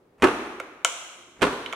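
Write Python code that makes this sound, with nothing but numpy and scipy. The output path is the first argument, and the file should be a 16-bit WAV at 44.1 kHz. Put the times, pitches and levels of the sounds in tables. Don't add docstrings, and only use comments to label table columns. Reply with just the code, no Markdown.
import sys
import numpy as np
from scipy import signal
from scipy.fft import rfft, irfft, next_fast_len
from scipy.io import wavfile

SR = 44100
rng = np.random.default_rng(int(sys.argv[2]) if len(sys.argv) > 2 else 0)


def wav_out(sig):
    wavfile.write(sys.argv[1], SR, np.round(np.clip(np.atleast_2d(sig).T, -1, 1) * 32767).astype(np.int16))


N = 77175

# (time [s], level [dB], treble tilt [dB], bass tilt [dB], left over right [dB])
LATCH_JOLTS = [(.222, -15.5, 10, -19, -5.5), (0.2264, -23, 9.5, 8.5, 9), (0.2295, -3.5, -6.5, 3.5, 0.5),
               (0.2363, -9.5, -1, 3.5, -3.5), (.240, -8, 4, 0, 3.5), (0.243, -6.5, -1, -1.5, -9),
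               (0.248, -9.5, -16.5, 1, -17.5), (0.251, -6, -7.5, -9, -4), (0.2566, -9, -12.5, 2, 1.5),
               (0.261, -17.5, -13, 3.5, -8), (0.2697, -19, 2, -8, -3.5), (0.2721, -14.5, -4.5, -3.5, -10),
               (.284, -13, -5, -1.5, -5.5), (1.412, -31.5, 5.5, -16, -12), (1.4178, -18.5, 4.5, -5, -18.5),
               (1.421, -16.5, 10, -27, -13.5), (1.4257, -10, -1, -1, -5.5), (1.4283, -6.5, 2, -4.5, 5.5),
               (1.433, -6, -3, 0.5, 4.5), (1.439, -12, 2.5, 3.5, -7), (1.441, -21, 5, 13, 2.5),
               (1.450, -20, 7, 3, -11.5), (1.468, -12, -4, -1.5, 4), (1.477, -18, -13.5, 0, -4),
               (1.526, -22.5, 1.5, 7, -3)]
# (frequency [Hz], relative level [dB], t60 [s])
CASE_MODES = [(133, -23, 0.042), (263.5, -8, 0.053), (323.2, -5.5, 0.049), (403.1, -0.5, .06),
              (503.1, -8.5, .05), (739, -7.5, 0.029), (933, -6.5, 0.028), (1143.5, -0.5, 0.023),
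              (1300, -9, 0.038), (1514, -2.5, 0.024), (1737, -15.5, 0.13), (2051, -5, 0.014),
              (2490, -7, 0.023), (2687, -5, 0.013), (3090, -39, 0.012)]
# (frequency [Hz], relative level [dB])
CASE_CRACK_COLOUR = [(300, 4), (1500, -7.5), (2600, -7), (3400, -10.5), (4200, -17), (5000, -21.5),
                     (7000, -22.5), (10000, -26.5), (16000, -47)]
# (time [s], level [dB], favoured frequency [Hz], # distance at which modes are 6 dB down [octaves], crack level
# [dB], left over right [dB])
TICKS = [(0.5992, -10.5, 1600, 0.67, -13, -3), (.602, -9.5, 520, 0.31, -25, -3),
         (0.8474, -1, 3000, 2.58, -9.5, 3), (0.8503, -7.5, 1300, 1.2, -13.5, -2),
         (1.6608, -8, 2760, 0.43, -19.5, -6), (1.726, -9, 2030, 0.44, -16, -10),
         (1.7321, -10.5, 950, 0.96, -16, 3.5)]
# (frequency [Hz], relative level [dB], t60 [s])
FLAP_MODES = [(520, -9.5, .045), (680, -15, 0.069), (880, -11, 0.018), (1110, -9, 0.021), (1348, -7, .03),
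              (1469, -9, 0.021), (2166, -8.5, 0.024), (2318, -11, 0.016), (3032, -5, .015),
              (3840, -12.5, 0.011), (6130, 0.5, .005), (7130, 11.5, 0.0032), (8640, 6.5, 0.0033),
              (9980, -2, 0.0035), (12200, -6, 0.0023)]
# (frequency [Hz], relative level [dB])
FLAP_CRACK_COLOUR = [(400, -41.5), (1500, -4.5), (3200, -1), (4300, -10.5), (5200, -10), (7000, -5),
                     (11000, -18), (16000, -25)]
# (start [s], end [s], level at start [dB], level at end [dB])
STRAIN_SWELLS = [(0.182, 0.245, -62.5, -39), (1.36, 1.43, -64.5, -44.5)]
# (frequency [Hz], relative level [dB])
RUSTLE_COLOUR = [(200, -7.5), (900, -10), (2500, -16.5), (4000, -30.5), (9000, -33.5), (16000, -56)]
# (frequency [Hz], t60 [s])
ROOM_DECAY = [(60, 0.81), (200, 1.17), (500, 1.19), (1500, 1.275), (4000, 1.18), (8000, 1.02), (15000, 1.2)]
# (frequency [Hz], relative level [dB])
ROOM_TINT = [(60, 2.5), (130, -1.5), (250, -5), (400, -5), (700, 2), (1500, -1), (3000, -0.5), (4100, 3),
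             (4900, -1.5), (6000, 2.5), (7000, -1.5), (10000, -1), (15000, -1.5)]
# (frequency [Hz], left-right correlation [-1 to 1])
ROOM_LIKENESS = [(60, .997), (250, .985), (500, .88), (1000, .45), (2500, .05), (5000, -.15), (15000, -.1)]
# (frequency [Hz], relative level [dB])
TONE_COLOUR = [(15, -64), (25, -26.5), (309, -16), (354, -8), (416, -15.5), (463, -16), (695, -23.5),
               (775, -22.5), (4870, -47), (16000, -53)]
# (frequency [Hz], left-right correlation [-1 to 1])
TONE_LIKENESS = [(60, 0.61), (380, 0.64), (2380, 0.099), (15000, 0.07)]

SECOND_POP_S = 1
CASE_CRACK_DB, CASE_CRACK_T60_S = -6, 0.02515
CASE_ATTACK_S, CASE_SCATTER_DB, CASE_FLOOR_HZ = 0.000618, 1.5, 184
BASS_TILT_HZ, TREBLE_TILT_HZ = 600, 2600
THUMP_HZ, THUMP_DB, THUMP_T60_S, THUMP_ATTACK_S = 60.3, -25.5, .12, .006
FLAP_CRACK_T60_S = .015
FLAP_ATTACK_S, FLAP_SCATTER_DB, FLAP_FLOOR_HZ = 0.00058, 0.9, 436
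GRAIN_DB, GRAIN_S = 3, 0.0026
ROOM_DELAY_S, ROOM_DB, EARLY_DB, EARLY_T60_S = .004, -5, -9.5, .15
BLUR_OCTAVES = 0.13
CASE_WASH_DB, WASH_HZ = 5, 5130
TONE_DB = -59
NARROW_HZ, TOP_HZ = 370, 16000


def pop(jolts):
    out = np.zeros((2, N + SR))
    for s, db, treble_db, bass_db, pan_db in jolts:
        def weight_db(hz):
            treble = treble_db / (1 + (TREBLE_TILT_HZ / hz) ** 4)
            bass = bass_db / (1 + (hz / BASS_TILT_HZ) ** 4)
            return treble + bass

        signs = rng.choice([-1, 1], len(CASE_MODES))
        jolt = strike(CASE_MODES, weight_db, CASE_SCATTER_DB, signs, CASE_CRACK_COLOUR,
                      CASE_CRACK_DB + treble_db, CASE_CRACK_T60_S, CASE_ATTACK_S, CASE_FLOOR_HZ)
        add(out, s, amp(db) * jolt, pan_db)
    add(out, jolts[1][0], thump(), 0)
    return out[:, :N]


def thump():
    t = np.arange(SR // 2) / SR
    decay = amp(THUMP_DB - 60 * t / THUMP_T60_S)
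    return decay * np.sin(2 * np.pi * THUMP_HZ * t) * (1 - np.exp(-t / THUMP_ATTACK_S))


def tick(s, db, centre_hz, octaves, crack_db, pan_db):
    out = np.zeros((2, N + SR))
    weight_db = lambda hz: -6 * (np.log2(hz / centre_hz) / octaves) ** 2
    crack = [(hz, level + max(weight_db(hz), -30) / 2) for hz, level in FLAP_CRACK_COLOUR]
    signs = (-1) ** np.arange(len(FLAP_MODES))
    blow = strike(FLAP_MODES, weight_db, FLAP_SCATTER_DB, signs, crack, crack_db,
                  FLAP_CRACK_T60_S, FLAP_ATTACK_S, FLAP_FLOOR_HZ)
    add(out, s, amp(db) * blow, pan_db)
    return out[:, :N]


def strike(modes, weight_db, scatter_db, signs, crack, crack_db, crack_t60, attack_s, floor_hz):
    t = np.arange(SR // 4) / SR
    hz, db, t60 = np.transpose(modes)[:, :, None]
    scatter = scatter_db * rng.standard_normal(hz.shape)
    level = amp(db + weight_db(hz) + scatter - 60 * t / t60)
    ring = np.sum(signs[:, None] * level * np.sin(2 * np.pi * hz * t), axis=0) / 2
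    burst = amp(crack_db - 60 * t / crack_t60) * noise(len(t), crack)
    blow = (ring + burst) * (1 - np.exp(-t / attack_s))
    return signal.sosfilt(signal.butter(2, floor_hz, 'high', fs=SR, output='sos'), blow)


def strain():
    t, level = np.arange(N) / SR, np.zeros(N)
    for start, end, start_db, end_db in STRAIN_SWELLS:
        active = (t > start) * (t < end)
        level += active * amp(np.interp(t, [start, end], [start_db, end_db]))
    knots = np.arange(0, N / SR + 1, GRAIN_S)
    grain_db = GRAIN_DB * np.interp(t, knots, rng.standard_normal(len(knots)))
    return level * amp(grain_db) * noise(N, RUSTLE_COLOUR)


def room(x, treble_db):
    x = np.pad(x.mean(axis=0), (round(ROOM_DELAY_S * SR), 0))[:N]

    hz, t, z = signal.stft(rng.standard_normal((2, 2, N)), SR, nperseg=256)
    tint_db = along(ROOM_TINT, hz)[:, None]
    late_fall = 60 * t / along(ROOM_DECAY, hz)[:, None]
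    late_gain = amp(ROOM_DB + tint_db - late_fall) / np.sqrt(SR / 10)
    early_gain = amp(EARLY_DB + tint_db - 60 * t / EARLY_T60_S) / np.sqrt(SR / 100)
    tails = signal.istft(z * np.array([early_gain, late_gain])[:, None], SR, nperseg=256)[1]
    early, late = [spread(tail[:, :N], ROOM_LIKENESS) for tail in tails]

    total, bins = np.cumsum(abs(rfft(x)) ** 2), np.arange(N // 2 + 1)
    low, high = bins / 2 ** BLUR_OCTAVES - 2, bins * 2 ** BLUR_OCTAVES + 2
    power = (np.interp(high, bins, total) - np.interp(low, bins, total)) / (high - low)
    treble_gain = amp(treble_db / (1 + (WASH_HZ * N / SR / (bins + 1)) ** 4))
    wash = irfft(rfft(late) * np.sqrt(abs(power)) * treble_gain, N)

    middle = round(np.sum(np.arange(N) * x ** 2) / np.sum(x ** 2))
    walls = signal.fftconvolve(x[None], early, axes=1)[:, :N]
    return walls + np.pad(wash, ((0, 0), (middle, 0)))[:, :N]


def room_tone():
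    return amp(TONE_DB) * spread(noise((2, N), TONE_COLOUR), TONE_LIKENESS)


def amp(db):
    return 10 ** (np.asarray(db) / 20)


def along(points, hz):
    f, v = np.transpose(points)
    return np.interp(np.log(hz + 1), np.log(f + 1), v)


def filtered(x, response):
    m = next_fast_len(x.shape[-1] + 8192)
    spectrum = rfft(x, m) * response(np.fft.rfftfreq(m, 1 / SR))
    return irfft(spectrum, m)[..., :x.shape[-1]]


def noise(size, colour):
    x = filtered(rng.standard_normal(size), lambda hz: amp(along(colour, hz)))
    return x / np.sqrt(np.mean(x ** 2))


def spread(pair, alike):
    def mid_side_gains(hz):
        turn = np.arccos(np.clip(along(alike, hz), -1, 1)) / 2
        return np.array([np.cos(turn), np.sin(turn)])

    mid, side = filtered(pair, mid_side_gains)
    return np.array([mid + side, mid - side])


def add(out, s, sound, pan_db):
    start = round(s * SR)
    out[:, start:start + len(sound)] += sound * amp([[pan_db / 2], [-pan_db / 2]])


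def scene():
    pops = [pop([j for j in LATCH_JOLTS if (j[0] > SECOND_POP_S) == later]) for later in (False, True)]
    ticks = [tick(*row) for row in TICKS]
    case = sum(x + room(x, CASE_WASH_DB) for x in pops)
    flap = sum(x + room(x, 0) for x in ticks)
    return case + flap + strain() + room_tone()


def record(dry):
    def mid_side_gains(hz):
        in_band = hz < TOP_HZ
        return np.array([in_band, in_band * hz ** 2 / (hz ** 2 + NARROW_HZ ** 2)])

    mid, side = filtered(np.array([dry[0] + dry[1], dry[0] - dry[1]]) / 2, mid_side_gains)
    return np.array([mid + side, mid - side])


dry = scene()
out = record(dry)
wav_out(out)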